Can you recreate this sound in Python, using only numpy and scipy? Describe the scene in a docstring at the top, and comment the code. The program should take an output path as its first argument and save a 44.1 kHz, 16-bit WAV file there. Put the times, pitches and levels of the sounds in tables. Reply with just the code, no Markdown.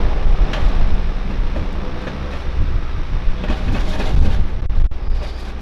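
"""A diesel engine throbs through gusty wind, with sharp metal clacks and gritty scrapes.
A four-wheel-drive turns slowly past on coarse tarmac while another vehicle slows behind it.
Its damaged rear differential (the gears between the wheels) jams and lets go with clacks,
and the dragged tyres scrub over the grit. Wind buffets the microphone, at times so hard
that its diaphragm, the thin skin that picks up sound, sticks for a moment."""
import sys
import numpy as np
from scipy import signal
from scipy.fft import rfft, irfft, next_fast_len
from scipy.io import wavfile
from scipy.ndimage import uniform_filter1d

SR = 44100
rng = np.random.default_rng(int(sys.argv[2]) if len(sys.argv) > 2 else 0)


def master(y):
    """Save y as 16-bit WAV."""
    cut = np.clip(np.atleast_2d(y).T, -1, 1)
    pcm = np.round(cut * 32767)  # scale
    wavfile.write(sys.argv[1], SR, pcm.astype(np.int16))


N = 247401
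TIME = np.arange(N) / SR
PANEL_RIPPLE_DB = 1.3  # many small panel resonances make a tone colour uneven

# the breeze between gusts: time_s, level_db
BREEZE = [(0, -12.5), (.5, -20), (1.0, -14.5), (1.2, -19.5), (1.9, -20), (2.15, -28.5), (2.45, -21.5),
          (3.1, -22), (3.4, -23), (3.8, -15.5), (4.55, -17.5), (5.0, -24), (5.61, -27.5)]
# gusts: peak_s, half_length_s, rumble_db, buffet_db
GUSTS = [(0.06, 0.03, -13, -19.5), (0.302, 0.037, -8, -39), (0.345, 0.026, -21, -20),
         (0.417, 0.027, -6.5, -30), (0.64, 0.045, -7.5, -18), (0.835, 0.11, -9.5, -22),
         (0.937, 0.023, -11.5, -20), (1.298, 0.022, -23, -33), (1.421, 0.05, -13, -32),
         (1.61, 0.034, -22, -20.5), (2.491, 0.026, -19, -22), (2.609, 0.048, -13, -15.5),
         (2.737, 0.092, -14, -20), (2.98, 0.053, -18.5, -20.5), (3.142, 0.041, -14.5, -20),
         (3.278, 0.035, -8.5, -34), (3.496, 0.024, -11, -22), (3.708, 0.073, -24, -16.5),
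         (4.164, 0.058, -6, -12), (4.263, 0.085, -10, -12), (4.395, 0.035, -10.5, -15.5),
         (4.61, 0.052, -29, -21.5), (4.807, 0.072, -7, -18.5), (5.132, 0.087, -17, -27)]
# tone colours of the wind's rumble and buffeting: pitch_hz, level_db
RUMBLE_COLOUR = [(4, -7), (12, -1), (21, 0), (30, -2.5), (42, -7.5), (56, -14), (80, -24), (160, -44),
                 (500, -80), (16000, -160)]
BUFFET_COLOUR = [(25, -6.5), (52, -0.5), (80, 3), (115, -5), (170, -14), (300, -20), (600, -43.5),
                 (16000, -150)]
# surges that pin the diaphragm: start_s, length_s, pressure (1 is full scale)
STALLS = [(0.26, 0.0057, 0.99), (4.154, 0.0072, 0.56), (4.1958, 0.004, -0.19), (4.208, 0.0011, 1),
          (4.424, 0.0022, -0.43), (4.6092, 0.0098, 0.14), (4.6623, 0.033, -0.42), (4.792, 0.0057, 0.35),
          (4.8264, 0.013, 0.46), (4.869, 0.044, -0.26), (5.0863, 0.0126, 0.43)]

# exhaust drone of the vehicle behind: time_s, pitch_hz, level_db, octave_db
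DRONE = [(0, 77, -46, -36), (.7, 73.35, -52, -38.5), (1.15, 71.3, -46, -40), (1.7, 69.3, -33.5, -47),
         (2.1, 68, -31.5, -38.5), (2.65, 65.5, -27, -50), (3.2, 61, -34, -38), (4.5, 60.5, -35, -55),
         (5.25, 60, -29, -59), (5.61, 60.4, -30, -40)]
# loudness of the four-wheel-drive as it passes: time_s, clatter_db, road_db, exhaust_db
PASSING = [(0, -36, -27, -34.5), (.28, -38.5, -32, -42), (.5, -36, -29.5, -37), (.75, -36, -31.5, -35.5),
           (1.15, -39.5, -37, -35.5), (1.5, -39, -34.5, -33.5), (1.9, -39, -33, -34.5),
           (2.3, -38, -34, -35), (2.8, -40.5, -38.5, -56), (3.3, -39.5, -36.5, -33.5),
           (4.0, -41.5, -32, -37), (4.5, -42.5, -37, -32.5), (5.0, -45.5, -38, -57),
           (5.61, -43.5, -39, -42)]
# tone colours of rolling tyres, engine block and the growl in the body: pitch_hz, level_db
ROAR_COLOUR = [(60, -24), (130, 6), (220, 1.5), (320, 2), (500, -0.5), (800, -6), (1100, -12.5),
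               (2000, -30), (16000, -87)]
CLATTER_COLOUR = [(300, -36), (700, -5.5), (1250, -0.5), (1700, -1), (2400, -3.5), (3100, -8.5),
                  (3750, -8.5), (4400, -14.5), (5700, -17), (7000, -32.5), (8200, -34), (10000, -36.5),
                  (13000, -41.5), (15600, -47)]
GROWL_COLOUR = [(190, -33.5), (250, 7.5), (380, 16.5), (620, 2.5), (900, 5.5), (1300, -3), (1700, -38),
                (16000, -96)]
# resonances (favoured pitches) of the body panels: pitch_hz, width_hz, boost_db
BODY_RESONANCES = [(357, 26, 1), (497, 20, 3.5), (625, 12, 4.5), (846, 85, 3.5), (1190, 275, 8)]
# turbo whistle: time_s, pitch_hz, level_db
TURBO = [(0, 5080, -68), (.35, 5120, -61), (.95, 5090, -59.5), (1.3, 5060, -68), (1.6, 5050, -90)]
# engine speed: time_s, firings_per_s
FIRING_RATE = [(0, 61.5), (.45, 62.5), (.65, 59.5), (.9, 65.5), (1.2, 64), (1.5, 62.7), (2.2, 63.5),
               (2.7, 58), (3.1, 58.5), (3.4, 62.5), (3.6, 61.5), (4.35, 65.5), (4.6, 63.5), (5.0, 66.5),
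               (5.61, 67.5)]
# tones in the exhaust note: multiple_of_firing_rate, level_db
EXHAUST_TONES = [(1, -8), (2, -10), (2.5, -14), (3, 0), (3.5, -17), (4, -15), (4.5, -16)]

# gear whine: time_s, turns_per_s, level_db
WHINE = [(1.7, 59.8, -80), (2.0, 59.4, -54), (2.25, 59.05, -48.5), (2.6, 58.95, -50), (2.85, 59.05, -46.5),
         (3.05, 59.4, -50), (3.3, 59.6, -80)]
# the multiples of that turning rate that sing
WHINE_MULTIPLES = [20, 21, 22, 23]
# driveline groans, each between two times: one_end_s, other_end_s, pitch_hz, width_hz, level_db
GROANS = [(-0.77, 0.28, 375, 10, -34), (-0.7, 1.32, 720, 180, -40), (1.3, 2.328, 290, 52, -40),
          (1.5, 2.65, 502, 6.6, -41.5), (1.5, 2.65, 560, 18, -47.5), (3.5, 4.15, 620, 12, -40),
          (-1.5, 0.61, 3050, 340, -56), (5.5, 5.18, 4650, 300, -53), (5, 5.5, 4850, 550, -52)]

# single stones under the tread: start_s, level_db, fade_s
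STONES = [(1.729, -42, .004), (3.502, -50, .04), (3.726, -42, .04), (3.892, -43, .04), (4.32, -47, .03),
          (5.407, -48, 0.031)]
# slips of the dragged tyres: start_s, length_s, grind_db, grit_db
SLIPS = [(0.577, 0.12, -36, -51.5), (0.726, 0.088, -53, -65), (1.545, 0.03, -48, -52),
         (1.705, .032, -62, -64), (1.993, 0.079, -41, -56), (2.29, .09, -45, -54), (2.363, .045, -52, -53),
         (3.382, 0.1, -38, -71), (3.484, 0.071, -33, -49.5), (3.536, 0.16, -36.5, -50.5),
         (3.708, 0.11, -32, -43), (3.828, .05, -36, -47), (3.865, 0.092, -30.5, -41.5),
         (3.97, 0.13, -30, -42.5), (4.112, .12, -40, -48.5), (4.238, 0.031, -31, -43.5),
         (4.293, 0.054, -31.5, -44.5), (4.437, 0.063, -49, -58), (4.732, 0.1, -42.5, -58),
         (4.91, .04, -53, -59), (5.128, .055, -42, -52), (5.213, 0.077, -35, -47.5), (5.30, .05, -46, -56),
         (5.36, 0.069, -42.5, -47), (5.435, 0.04, -36, -48.5), (5.579, 0.028, -54, -50)]
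# tone colours of a sharp little crack, the grinding and the grit: pitch_hz, level_db
CRACK_COLOUR = [(1000, -8), (4000, 8), (8000, 0), (12000, -6), (15600, -11)]
GRIND_COLOUR = [(120, 12.5), (250, -1), (650, 2), (1100, -3.5), (1700, -10), (2700, -4), (4000, -9),
                (5600, -23), (7200, -29), (16000, -76)]
GRIT_COLOUR = [(1500, 1.5), (4000, 16.5), (5500, 12.5), (7000, 5), (8300, -1), (10500, -0.5), (13000, -8),
               (15600, -17)]
# resonances of the grinding: pitch_hz, width_hz, boost_db
GRIND_RESONANCES = [(294, 23, 8), (627, 16, 13.5), (772, 44, 10), (1050, 60, 7), (1570, 270, 8),
                    (2670, 68, -18), (3530, 300, 1.5), (4100, 80, -1), (4430, 40, 3), (5930, 68, 0)]

# broken pieces chinking in the axle housing: start_s, pitch_hz, level_db
CHINKS = [(3.376, 3320, -39), (3.474, 1830, -34), (3.506, 3280, -37), (3.747, 2570, -31),
          (3.752, 1120, -33), (3.756, 2240, -32), (3.764, 1530, -32), (3.862, 2080, -37),
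          (3.932, 3300, -37), (4.001, 2460, -32), (4.006, 1625, -31.5), (4.056, 3510, -35),
          (4.066, 2090, -33)]
# clacks of the differential: start_s, boom_db, thud_db, clank_db, rise_s, fade_s
CLACKS = [(0.531, -28, -43, -22, 0.0018, 0.12), (.546, -39, -22.5, -40, 0.0034, 0.071),
          (0.562, -41, -32, -37, 0.0049, 0.49), (1.289, -28, -32, -37, 0.014, 0.23),
          (1.549, -27, -24.5, -35, 0.012, 0.19), (1.61, -34, -37, -52, 0.0095, 0.17),
          (2.064, -29, -27, -42, 0.0037, 0.1), (2.074, -35, -31, -33.5, 0.0033, 0.17),
          (2.322, -37.5, -32.5, -35.5, 0.013, 0.19), (3.434, -39, -22.5, -29.5, 0.0049, 0.11),
          (3.483, -23, -27, -31, 0.0032, 0.091), (3.499, -24.5, -31, -32.5, 0.0029, 0.27),
          (3.675, -25, -54, -32, 0.0083, 0.15), (3.723, -27.5, -54, -45, 0.012, 0.24),
          (3.744, -40, -26.5, -33, 0.0068, 0.42), (3.923, -43, -35, -36, 0.0067, 0.52),
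          (3.993, -36, -27.5, -30, 0.013, 0.19), (4.243, -36, -32, -37.5, 0.0055, 0.56),
          (5.208, -44, -29.5, -38, 0.0088, 0.24)]
# tone colours of a clack's chassis boom, housing thud, gear clank and tooth snap: pitch_hz, level_db
BOOM_COLOUR = [(90, -8.5), (170, -2), (250, 2.5), (330, -3), (480, -50), (16000, -130)]
THUD_COLOUR = [(220, 3.5), (400, -4), (560, 0.5), (800, -15.5), (1100, -32), (1600, -52), (16000, -100)]
CLANK_COLOUR = [(300, -22), (800, 9.5), (1700, 6), (3200, 4), (4500, -11), (6200, -14), (8000, -27),
                (11000, -29), (15600, -33)]
SNAP_COLOUR = [(1000, -30), (2300, 0), (3150, 4), (4200, -5), (6500, -14), (9000, -33), (15600, -46)]
# resonances of the axle housing: pitch_hz, width_hz, boost_db
AXLE_RESONANCES = [(200, 40, -1), (290, 38, -10), (401, 53, 10.5), (477, 92, -1), (599, 33, 9),
                   (790, 34, 4.5), (915, 18, 14.5), (1130, 76, 6.5), (1700, 370, 6.5), (2540, 100, 7.5),
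                   (3300, 380, -1.5), (4150, 330, 3.5), (6860, 230, 5)]
# ringing of the crown wheel (the big gear) and the drive shaft: pitch_hz, level_db, fade_s
CROWN_WHEEL_TONES = [(1130, -8, .15), (1723, -2, .24), (2912, -7, .16), (3190, -1.5, .24), (4054, -1, .09),
                     (5254, -12, .14), (5700, -9, .06)]
SHAFT_TONES = [(516, 0, 0.21), (1640, -2, .13), (1730, -2, .07), (2280, -5, 0.094), (3630, -12, .12),
               (6280, -20, 0.13)]
# the one clack that also jars the shaft: start_s, level_db
SHAFT_BLOW = (2.07, -28)


def gain_of(db):
    """Turns decibels into a number to multiply by."""
    return 10 ** (np.asarray(db) / 20)


def evened(x):
    """Scales a signal to an average strength (rms) of 1."""
    return x / np.sqrt(np.mean(x ** 2) + 1e-20)


def curves(rows):
    """Joins a table's points into one curve over time for each column after the first."""
    times, *columns = np.transpose(rows)
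    return [np.interp(TIME, times, column) for column in columns]


def coloured(x, colour, resonances=(), ripple_db=0):
    """Gives a signal a tone colour, resonances and random ripple; strength 1."""
    size = next_fast_len(N)
    hz = np.fft.rfftfreq(size, 1 / SR)
    colour_hz, colour_db = np.transpose(colour)
    db = np.interp(np.log(hz + 1), np.log(colour_hz + 1), colour_db)
    for centre, width, boost_db in resonances:
        db += boost_db / (1 + (2 * (hz - centre) / width) ** 2)
    panel_hz = np.geomspace(200, SR / 2, 330)
    db += ripple_db * np.interp(hz, panel_hz, rng.standard_normal(len(panel_hz)), left=0)
    return evened(irfft(rfft(x, size) * gain_of(db), size)[:N])


def noise():
    """An even hiss: white noise."""
    return rng.standard_normal(N)


def wander(hz):
    """A random drift with up to about hz wobbles a second; strength 1."""
    times = np.linspace(0, TIME[-1], num=16384)
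    rates = np.fft.rfftfreq(len(times), times[1])
    drift = irfft(rfft(rng.standard_normal(len(times))) * np.exp(-(rates / hz) ** 2))
    return evened(np.interp(TIME, times, drift))


def grains(per_s, spread_db):
    """Scattered clicks of unequal size."""
    size = gain_of(spread_db * np.minimum(rng.exponential(1, N), 4))
    return evened(size * np.sign(noise()) * (rng.random(N) < per_s / SR))


def swell(start, rise_s, hold_s, fade_s):
    """A loudness shape: rises, holds until hold_s after the start, then drops 60 dB every fade_s."""
    age = np.maximum(TIME - start, 0)
    return np.minimum(age / rise_s, 1) * gain_of(-60 * np.maximum(age - hold_s, 0) / fade_s)


def pebbles(per_s, spread_db, fade_s, low_hz, high_hz, count):
    """Many small hard pieces, each pinging briefly at its own pitch; strength 1."""
    age = np.arange(0, fade_s, 1 / SR)
    out = np.zeros(N)
    for hz in low_hz + (high_hz - low_hz) * (np.arange(count) + rng.random(count)) / count:
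        ping = gain_of(-60 * age / fade_s) * np.sin(2 * np.pi * hz * age)
        place, chance = rng.random((round(per_s * N / SR / count), 2)).T
        size = gain_of(spread_db * np.minimum(-np.log(1 - chance), 3))
        hits = np.bincount((place * N).astype(int), size, N)
        out += signal.oaconvolve(hits, ping)[:N]
    return evened(out)


def ringing(start, db, tones):
    """A steel part rings on after a blow."""
    age = np.arange(0, .4, 1 / SR)
    ring = np.zeros(len(age))
    for hz, tone_db, fade_s in tones:
        ring += gain_of(db + tone_db - 60 * age / fade_s) * np.sin(2 * np.pi * (hz * age + rng.random()))
    return np.pad(ring * np.minimum(age / .001, 1), (round(start * SR), N))[:N]


def eddies(colour):
    """Swirling air, evened out so that the gusts can set its strength."""
    air = coloured(noise(), colour)
    power = abs(uniform_filter1d(uniform_filter1d(air ** 2, size=3000), size=1500)) + 1e-9
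    return evened(air / power ** .45)


def wind(buffet_trim_db=-3):
    """Gusts ride on a breeze; big slow swirls rumble and smaller ones buffet."""
    breeze_db, = curves(BREEZE)
    rumble, buffet = gain_of(breeze_db), gain_of(breeze_db - 12)
    for peak_s, half_length, rumble_db, buffet_db in GUSTS:
        gust = np.exp(-((TIME - peak_s) / half_length) ** 2)
        rumble = np.hypot(rumble, gain_of(rumble_db) * gust)
        buffet = np.hypot(buffet, gain_of(buffet_db) * gust)
    return rumble * eddies(RUMBLE_COLOUR) + gain_of(buffet_trim_db) * buffet * eddies(BUFFET_COLOUR)


def microphone(sound, air, surge_edge_s=.0044, crackle_db=-56):
    """A surge of wind pins the diaphragm, so no sound passes until it comes free with a crackle."""
    release = sum(swell(s + length, rise_s=.0005, hold_s=.0015, fade_s=.008) for s, length, _ in STALLS)
    sound = sound + gain_of(crackle_db) * release * coloured(noise(), CRACK_COLOUR)
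    for start, length, pressure in STALLS:
        away_s = np.maximum(np.maximum(start - TIME, TIME - start - length), 0)  # 0 during the stall
        surge = np.exp(-(away_s / surge_edge_s) ** 2)
        air = air * (1 - surge) + pressure * surge
        sound = sound * np.minimum(away_s / .0005, 1)
    return sound + air


def vehicle_behind():
    """Its exhaust drone sinks in pitch as it slows."""
    hz, db, octave_db = curves(DRONE)
    angle = 2 * np.pi * np.cumsum(hz) / SR
    drone = gain_of(db) * np.sin(angle) + gain_of(octave_db) * np.sin(2 * angle)
    return np.sqrt(2) * gain_of(1.5 * wander(5)) * drone


def road_roar(lumpy_db=.5, trim_db=-.5):
    """Knobbly tyres roll over coarse tarmac and shake the underbody."""
    _, road_db, _ = curves(PASSING)
    level = gain_of(road_db + trim_db - lumpy_db * wander(23))
    return level * coloured(noise(), ROAR_COLOUR, BODY_RESONANCES)


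def turbo():
    """A faint, fuzzy, fluttering whistle that fades as the throttle eases."""
    hz, db = curves(TURBO)
    whistle = np.sin(2 * np.pi * np.cumsum(hz + 20 * wander(10)) / SR)
    flutter = gain_of(1.2 * wander(30)) * wander(65)
    return gain_of(db) * evened(flutter * whistle)


def exhaust(firings):
    """One puff for each firing blends into a low, throbbing note; strength 1."""
    note = np.zeros(N)
    for multiple, db in EXHAUST_TONES:
        level = gain_of(db + 2 * wander(8))
        drift = .07 * wander(16)
        note += level * np.sin(2 * np.pi * (multiple * firings + drift + rng.random()))
    throb = gain_of(2.2 * wander(25) + 2.8 * np.sin(2 * np.pi * firings / 6))
    return evened(throb * note)


def engine(steady_noise=.56, growl_db=-4):
    """Each firing knocks the block, shakes the body and puffs the exhaust; the six cylinders differ."""
    firing_hz, = curves(FIRING_RATE)
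    clatter_db, _, exhaust_db = curves(PASSING)
    firings = np.cumsum(firing_hz * (1 + .003 * wander(12))) / SR  # a running count
    cylinder_db = evened(rng.standard_normal(size=6))
    strength = gain_of(cylinder_db[firings.astype(int) % 6] + .8 * wander(40))
    knocks = (steady_noise + strength * np.exp(-(firings % 1))) * noise()
    clatter = coloured(knocks, CLATTER_COLOUR, [(1120, 110, .56), (3630, 200, 2.7)], PANEL_RIPPLE_DB)
    kicks = strength * np.diff(np.floor(firings), prepend=0)
    growl = gain_of(growl_db) * coloured(kicks, GROWL_COLOUR, BODY_RESONANCES)
    return gain_of(clatter_db) * (clatter + growl) + gain_of(exhaust_db) * exhaust(firings)


def gear_whine():
    """Turning gears whine faintly in a cluster of thin, wavering tones."""
    hz, db = curves(WHINE)
    angle = 2 * np.pi * np.cumsum(hz) / SR
    tones = sum(gain_of(3 * wander(4)) * np.sin(k * angle + .4 * wander(8)) for k in WHINE_MULTIPLES)
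    return gain_of(db) * evened(tones)


def driveline_groans():
    """Badly meshing gears keep a few resonances singing, each swelling and fading."""
    out = np.zeros(N)
    for one_end, other_end, hz, width, db in GROANS:
        progress = np.clip((TIME - one_end) / (other_end - one_end), 0, 1)
        load = np.sqrt(abs(np.sin(np.pi * progress)))
        angle = 2 * np.pi * hz * TIME
        out += gain_of(db) * load * (wander(width) * np.cos(angle) + wander(width) * np.sin(angle))
    return out


def cracking_stones():
    """Single stones crack or spit out from under the tread."""
    cracks = sum(gain_of(db) * swell(s, .0004, .00087, fade_s) for s, db, fade_s in STONES)
    return cracks * coloured(noise(), CRACK_COLOUR)


def tyre_scrub(judder_db=1.5):
    """The jammed axle drags the tyres in short slips: they grind, steel rattles and grit crackles."""
    grind, grit = np.zeros((2, N))
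    for start, length, grind_db, grit_db in SLIPS:
        sliding = swell(start, rise_s=.028, hold_s=length, fade_s=.29)
        grind = np.hypot(grind, gain_of(grind_db) * sliding)
        grit = np.hypot(grit, gain_of(grit_db) * sliding)
    rattle = pebbles(per_s=200, spread_db=3, fade_s=.045, low_hz=1300, high_hz=3900, count=20)
    scrape = noise() + .374 * rattle + .7 * grains(per_s=1500, spread_db=.5)
    grinding = coloured(scrape, GRIND_COLOUR, GRIND_RESONANCES, PANEL_RIPPLE_DB)
    pings = pebbles(per_s=8000, spread_db=3.5, fade_s=.015, low_hz=1500, high_hz=15500, count=45)
    clicks = grains(per_s=750, spread_db=3.2)
    crackle = coloured(noise() + 1.5 * pings + .95 * clicks, GRIT_COLOUR, ripple_db=PANEL_RIPPLE_DB)
    clumps = gain_of(1.3 * wander(60))
    return gain_of(judder_db * wander(70)) * (grind * grinding + grit * clumps * crackle)


def broken_pieces(fade_s=.12, gap_hz=55):
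    """Each piece chinks with two close tones that beat against each other."""
    return sum(ringing(s, db, [(hz, 0, fade_s), (hz + gap_hz, -5, fade_s)]) for s, hz, db in CHINKS)


def differential(chatter=.52, hold_s=.00088, sudden_s=.0017, snap_db=4, ring_db=-1):
    """Gear teeth jump: each clack is a dying burst of tiny hits on gears, housing and chassis."""
    blows = np.zeros((4, N))
    ring = ringing(*SHAFT_BLOW, SHAFT_TONES)
    for start, boom_db, thud_db, clank_db, rise_s, fade_s in CLACKS:
        sudden = np.exp(-rise_s / sudden_s)  # quicker clacks snap and ring more
        sizes = gain_of([boom_db, thud_db, clank_db, clank_db + snap_db]) * [1, 1, 1, sudden]
        blows += np.outer(sizes, swell(start, rise_s, rise_s + hold_s, fade_s))
        ring += sudden * ringing(start, clank_db + ring_db, CROWN_WHEEL_TONES)
    boom, thud, clank, snap = blows
    teeth = noise() + chatter * grains(per_s=1000, spread_db=2.5)
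    chassis = boom * coloured(noise(), BOOM_COLOUR)
    housing = thud * coloured(teeth, THUD_COLOUR, AXLE_RESONANCES)
    gears = clank * coloured(teeth, CLANK_COLOUR, AXLE_RESONANCES, 2 * PANEL_RIPPLE_DB)
    return chassis + housing + gears + snap * coloured(noise(), SNAP_COLOUR) + ring


def scene():
    """Both vehicles and the wind meet at one microphone."""
    axle = differential() + broken_pieces() + driveline_groans() + gear_whine()
    traffic = engine() + turbo() + road_roar() + vehicle_behind()
    tyres = tyre_scrub() + cracking_stones()
    return microphone(traffic + axle + tyres, wind())[None]


def record(dry, ease_s=.004, ceiling=.8, top_hz=15600):
    """Fades both ends, blocks steady pressure, rounds off the peaks and cuts the highest treble."""
    eased = dry * np.minimum(TIME / ease_s, 1) * np.minimum(TIME[::-1] / ease_s, 1)
    centred = signal.sosfilt(signal.butter(2, 8, "highpass", fs=SR, output="sos"), eased)
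    rounded = centred / (1 + (centred / ceiling) ** 8) ** (1 / 8)
    treble_cut = signal.firwin(511, top_hz, window=("kaiser", 9), fs=SR)
    return signal.oaconvolve(rounded, treble_cut[None], "same")


dry = scene()
out = record(dry)
master(out)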